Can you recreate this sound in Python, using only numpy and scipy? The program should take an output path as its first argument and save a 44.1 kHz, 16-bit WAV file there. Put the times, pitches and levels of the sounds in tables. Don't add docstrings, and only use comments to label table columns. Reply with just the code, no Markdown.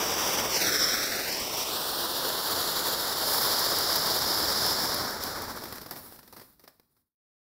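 import sys
import numpy as np
from scipy import signal
from scipy.fft import rfft, irfft
from scipy.io import wavfile
from scipy.ndimage import map_coordinates

SR = 44100
rng = np.random.default_rng(int(sys.argv[2]) if len(sys.argv) > 2 else 0)


def output_pcm(signal):
    pcm = np.clip(np.atleast_2d(signal).T, -1, 1) * 32767
    wavfile.write(sys.argv[1], SR, np.round(pcm).astype(np.int16))


N = 330288
TIME = np.arange(N) / SR

# time in seconds, roar level in dB, treble level in dB, both before trims and fades.
BURN_LEVELS = [(0.0, -35, -36.5), (0.35, -33.5, -33), (0.49, -35.5, -38), (0.57, -36.5, -33.5),
               (0.65, -34, -33), (1.53, -40.5, -38), (1.59, -40, -35.5), (2.3, -39, -34), (2.42, -40, -35),
               (2.59, -37, -31), (3.14, -39.5, -34), (3.34, -36.5, -31), (4.14, -38, -33),
               (4.69, -37, -31.5), (4.77, -38, -33.5), (4.99, -38.5, -36.5), (5.2, -43.5, -44),
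               (5.23, -42.5, -38), (5.31, -42.5, -43.5), (5.4, -39, -40.5)]
# time in seconds, centre in Hz,
# level in dB over the treble level of the burn.
NOZZLE_RESONANCE = [(0, 5840, 0.5), (.45, 5760, -2), (.85, 5350, 4), (1.2, 5470, -1.5), (1.63, 5600, -1),
                    (1.8, 5500, -9.5), (2.7, 5050, -19), (3.2, 5040, -8), (3.4, 5040, -4.5),
                    (4.7, 5120, -1.5), (6.1, 5420, -11)]
# centre in seconds, gain in dB, half length (to 1/e in dB) in seconds.
NOZZLE_FLARES = [(.554, 6.5, .03), (.826, 3.5, .026), (1.342, 5, .036)]
# centre in seconds, gain in dB, half length in seconds.
SPARK_SHOWERS = [(3.38, 4.5, 0.11)]
# centre in seconds, sizzle gain in dB, half length in seconds.
REIGNITIONS = [(6.06, 9, .15), (6.43, 8, 0.14)]
# centre in seconds, gain in dB, half length in seconds.
PLUME_GUSTS = [(.42, 6.5, 0.033), (1.42, 15, 0.018)]
# peak time in seconds, level in dB before the trim,
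# time constant of the fall in seconds.
CHARGE_PUFFS = [(5.638, -32, 0.0089), (5.656, -33.5, 0.0041), (5.725, -30.5, 0.0064),
                (5.756, -36.5, 0.0064), (5.783, -32.5, 0.0026), (5.816, -34.5, 0.0088),
                (5.862, -35, 0.0076), (5.913, -34.5, 0.022), (5.961, -38.5, 0.018), (6.124, -41, .0027),
                (6.161, -44, 0.0044), (6.191, -41.5, .007), (6.231, -46, .007), (6.278, -45, .0068),
                (6.328, -41.5, 0.012), (6.367, -41.5, 0.019), (6.398, -42, 0.0061), (6.415, -46.5, .015),
                (6.597, -52, 0.0085), (6.640, -48.5, 0.012), (6.678, -43, 0.0099), (6.798, -48, .003),
                (6.968, -68.5, .016)]
# start in seconds, level in dB before the trim.
SPARK_BURSTS = [(2.8249, -29), (3.012, -24), (3.594, -12), (3.7869, -11), (3.958, -8), (4.189, -13),
                (4.664, -11), (4.8277, -23), (4.9142, -27), (4.9444, -12), (5.107, -20), (5.2367, -13),
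                (5.42, -18.5), (5.7604, -28.5), (5.91, -18), (6.326, -33), (6.4671, -43.5), (6.5955, -39),
                (6.7979, -53)]
# time in seconds, first notch in Hz, second notch in Hz.
REFLECTION_NOTCHES = [(0, 1750, 4200), (.5, 1680, 4150), (.6, 1150, 3350), (.7, 990, 2900),
                      (.85, 890, 2730), (1.22, 1060, 3250), (1.35, 1330, 3600), (1.47, 1680, 4250),
                      (1.66, 1660, 4250), (1.77, 2120, 7000), (2.2, 2270, 8200), (2.8, 2520, 8400),
                      (6.2, 2800, 8400)]
# time in seconds, then strength (0 to 1) at the first notch,
# at the second, and above it.
REFLECTION_STRENGTH = [(.45, .45, .86, .15), (.65, .9, .92, .5), (1.3, .82, .82, .4), (1.5, .8, .15, .1),
                       (2.4, .74, .64, .35), (5, .76, .52, .3), (6.2, .48, .3, .2)]

# frequency in Hz, relative spectral level in dB.
ROAR_SPECTRUM = [(40, -19.5), (130, -8.5), (220, -7), (330, 0), (500, 2), (700, 1), (950, 3), (1600, 1.5),
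                 (2300, -4.5), (3200, -22.5), (5200, -6), (9000, -41.5)]
HISS_SPECTRUM = [(1500, -17.5), (2800, -2), (3600, 1.5), (4600, 1.5), (5700, -6), (6300, -12.5),
                 (7000, -4.5), (7700, -3), (8400, -8), (10500, -11.5), (16000, -22.5)]
SIZZLE_SPECTRUM = [(3000, -24), (6500, -22.5), (8500, -12), (9600, -7), (11500, -8.5), (12700, -5.5),
                   (13800, 1), (15000, -2.5), (15700, -7)]
RUMBLE_SPECTRUM = [(15, -20), (35, -10.5), (60, -2.5), (95, -3), (160, -6), (240, -2), (450, -16.5),
                   (2000, -70.5)]
PUFF_SPECTRUM = [(30, -19), (120, 1), (400, 3), (1100, 0), (2000, -1.5), (3000, -7.5), (5400, -3.5),
                 (6500, -16.5), (8500, -9), (11000, -11), (14000, -0.5), (16000, -6.5)]
SNAP_SPECTRUM = [(200, -15.5), (2000, -15), (5000, 1.5), (7500, -10), (10000, -2.5), (13500, 4),
                 (16000, -1)]

ROAR_DB, HISS_DB, SIZZLE_DB, RUMBLE_DB, PUFF_DB, SNAP_DB = 3, -1, -1, -18, -2, -0.5
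SPENT_S = 5.31
ROAR_FADE_DB_PER_S, HISS_FADE_DB_PER_S, SIZZLE_FADE_DB_PER_S, RUMBLE_FADE_DB_PER_S = 32.5, 29, 21.5, 21.5
FADE_OUT_S, FADE_OUT_DB_PER_S = 7.02, 170
REVIVAL_ROAR_SHARE, REVIVAL_HISS_SHARE = 0.39, 0.47
FLUTTER_DB, FLUTTER_DB_PER_S = 0.94, 0.5
CRACKLE_DB = -15
WIDENS_S, RUMBLE_DB_PER_S = 2.97, 4.5
PUFF_RISE_SHARE = 0.17
REPEAT_SHARE = 0.22
TREES_DB, TREES_T60_S = -11, 0.36
TOP_HZ = 15720


def jet():
    roar_db, hiss_db, sizzle_db, _ = burn()
    centre_hz, over_treble_db = curves(NOZZLE_RESONANCE)
    flutter_db = FLUTTER_DB + FLUTTER_DB_PER_S * since(SPENT_S)
    pressure_db = flutter_db * (0.96 * walk(55) + 0.43 * walk(260))
    flare_db = swells(NOZZLE_FLARES)

    roar_db = ROAR_DB + roar_db + pressure_db + 0.6 * flutter_db * walk(110)
    roar = colour(noise(), ROAR_SPECTRUM) * undb(roar_db)

    ring_db = hiss_db + over_treble_db + pressure_db + flare_db + 0.31 * walk(60)
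    ring = unit(moving_filter(noise(), nozzle, [centre_hz])) * undb(ring_db)

    hiss_db = HISS_DB + hiss_db + pressure_db + 0.3 * flare_db
    hiss = colour(noise(), HISS_SPECTRUM) * undb(hiss_db)

    sparks = noise() + undb(CRACKLE_DB) * grains(rate=1300, spread_db=9.0)
    sizzle_db = SIZZLE_DB + sizzle_db + swells(SPARK_SHOWERS) + 1.5 * pressure_db
    sizzle = colour(sparks, SIZZLE_SPECTRUM) * undb(sizzle_db)
    return roar + hiss + ring + sizzle


def burn():
    roar_db, treble_db = curves(BURN_LEVELS) - FADE_OUT_DB_PER_S * since(FADE_OUT_S)
    spent_s = since(SPENT_S)
    revival_db = swells(REIGNITIONS)
    return (roar_db - ROAR_FADE_DB_PER_S * spent_s + REVIVAL_ROAR_SHARE * revival_db,
            treble_db - HISS_FADE_DB_PER_S * spent_s + REVIVAL_HISS_SHARE * revival_db,
            treble_db - SIZZLE_FADE_DB_PER_S * spent_s + revival_db,
            roar_db - RUMBLE_FADE_DB_PER_S * spent_s + REVIVAL_ROAR_SHARE * revival_db)


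def nozzle(hz, centre, half_width_hz=400):
    return 1 / np.sqrt(1 + ((hz - centre) / half_width_hz) ** 4)


def grains(rate, spread_db):
    size = undb(spread_db * np.minimum(rng.exponential(size=N), 4))
    present = rng.random(N) < rate / SR
    return unit(present * size * np.sign(noise()))


def puffs():
    gas = colour(noise() + 0.55 * grains(rate=1500, spread_db=4.5), PUFF_SPECTRUM)
    envelope = np.zeros(N)
    for s, db, fall in CHARGE_PUFFS:
        age = (TIME - s) / fall
        envelope += undb(db) * np.exp(-np.where(age < 0, (age / PUFF_RISE_SHARE) ** 2, age))
    return undb(PUFF_DB) * envelope * gas


def snaps(fizz_db=-15, fizz_s=0.0034, size=1024):
    out = np.zeros(N)
    for s, db in SPARK_BURSTS:
        burst = undb(fizz_db) * rng.standard_normal(size) * np.exp(-TIME[:size] / fizz_s)
        burst[0] = 1
        start = int(s * SR)
        out[start:start + size] += undb(SNAP_DB + db) * burst
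    crack = response(SNAP_SPECTRUM)
    return signal.oaconvolve(out, crack / np.abs(crack).max())[:N]


def plume():
    widened_s = since(WIDENS_S) - since(SPENT_S)
    level_db = burn()[-1] + RUMBLE_DB_PER_S * widened_s + swells(PLUME_GUSTS)
    return colour(noise(), RUMBLE_SPECTRUM) * undb(RUMBLE_DB + level_db)


def bounce(hz, first, second, low, high, top):
    between = (hz - first) / (second - first)
    lag_cycles = np.where(hz < first, 0.5 * hz / first, 0.5 + between)
    to_second = (high - low) * np.clip(between, 0, 1)
    above_second = (top - high) * np.clip(between - 1, 0, 1)
    echo = (low + to_second + above_second) * np.exp(-2j * np.pi * lag_cycles)
    return (1 + echo) / (1 + REPEAT_SHARE * echo)


def trees(x, build_s=0.012, size=32768):
    age = TIME[:size]
    decay = np.exp(-np.log(1000) * age / TREES_T60_S)
    tail = rng.standard_normal(size) * (1 - np.exp(-age / build_s)) * decay
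    return undb(TREES_DB) * signal.oaconvolve(x, tail / np.linalg.norm(tail))[:N]


def moving_filter(x, gain, controls, size=1024):
    hz, s, spectra = signal.stft(x, SR, nperseg=size)
    now = [np.interp(s, TIME, c) for c in controls]
    return signal.istft(spectra * gain(hz[:, None], *now), SR, nperseg=size)[1][:N]


def response(points, size=4096):
    hz, db = np.transpose(points)
    bins = np.maximum(np.fft.rfftfreq(size, 1 / SR), 1)
    bins_db = np.interp(np.log(bins), np.log(hz), db)
    cepstrum = irfft(np.log(undb(bins_db)))
    cepstrum[1:size // 2] *= 2
    cepstrum[size // 2 + 1:] = 0
    return irfft(np.exp(rfft(cepstrum)), size)


def colour(x, points):
    return unit(signal.oaconvolve(x, response(points))[:N])


def noise():
    return rng.standard_normal(N)


def walk(rate):
    return unit(map_coordinates(rng.standard_normal(8192), [TIME * rate], order=2, mode='wrap'))


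def swells(table):
    return sum(db * np.exp(-((TIME - s) / length) ** 2) for s, db, length in table)


def since(s):
    return np.maximum(TIME - s, 0)


def curves(table):
    s, *columns = np.transpose(table)
    return [np.interp(TIME, s, c) for c in columns]


def undb(db):
    return 10 ** (np.asarray(db) / 20)


def unit(x):
    return x / np.sqrt(np.mean(x ** 2))


def scene():
    bursts = puffs() + snaps()
    total = jet() + plume() + bursts + trees(bursts)
    sound = moving_filter(total, bounce, curves(REFLECTION_NOTCHES) + curves(REFLECTION_STRENGTH))
    return np.array([sound, sound])


def record(dry):
    lowpass = signal.ellip(12, 0.2, 80, TOP_HZ, fs=SR, output="sos")
    return signal.sosfilt(lowpass, dry)


dry = scene()
out = record(dry)
output_pcm(out)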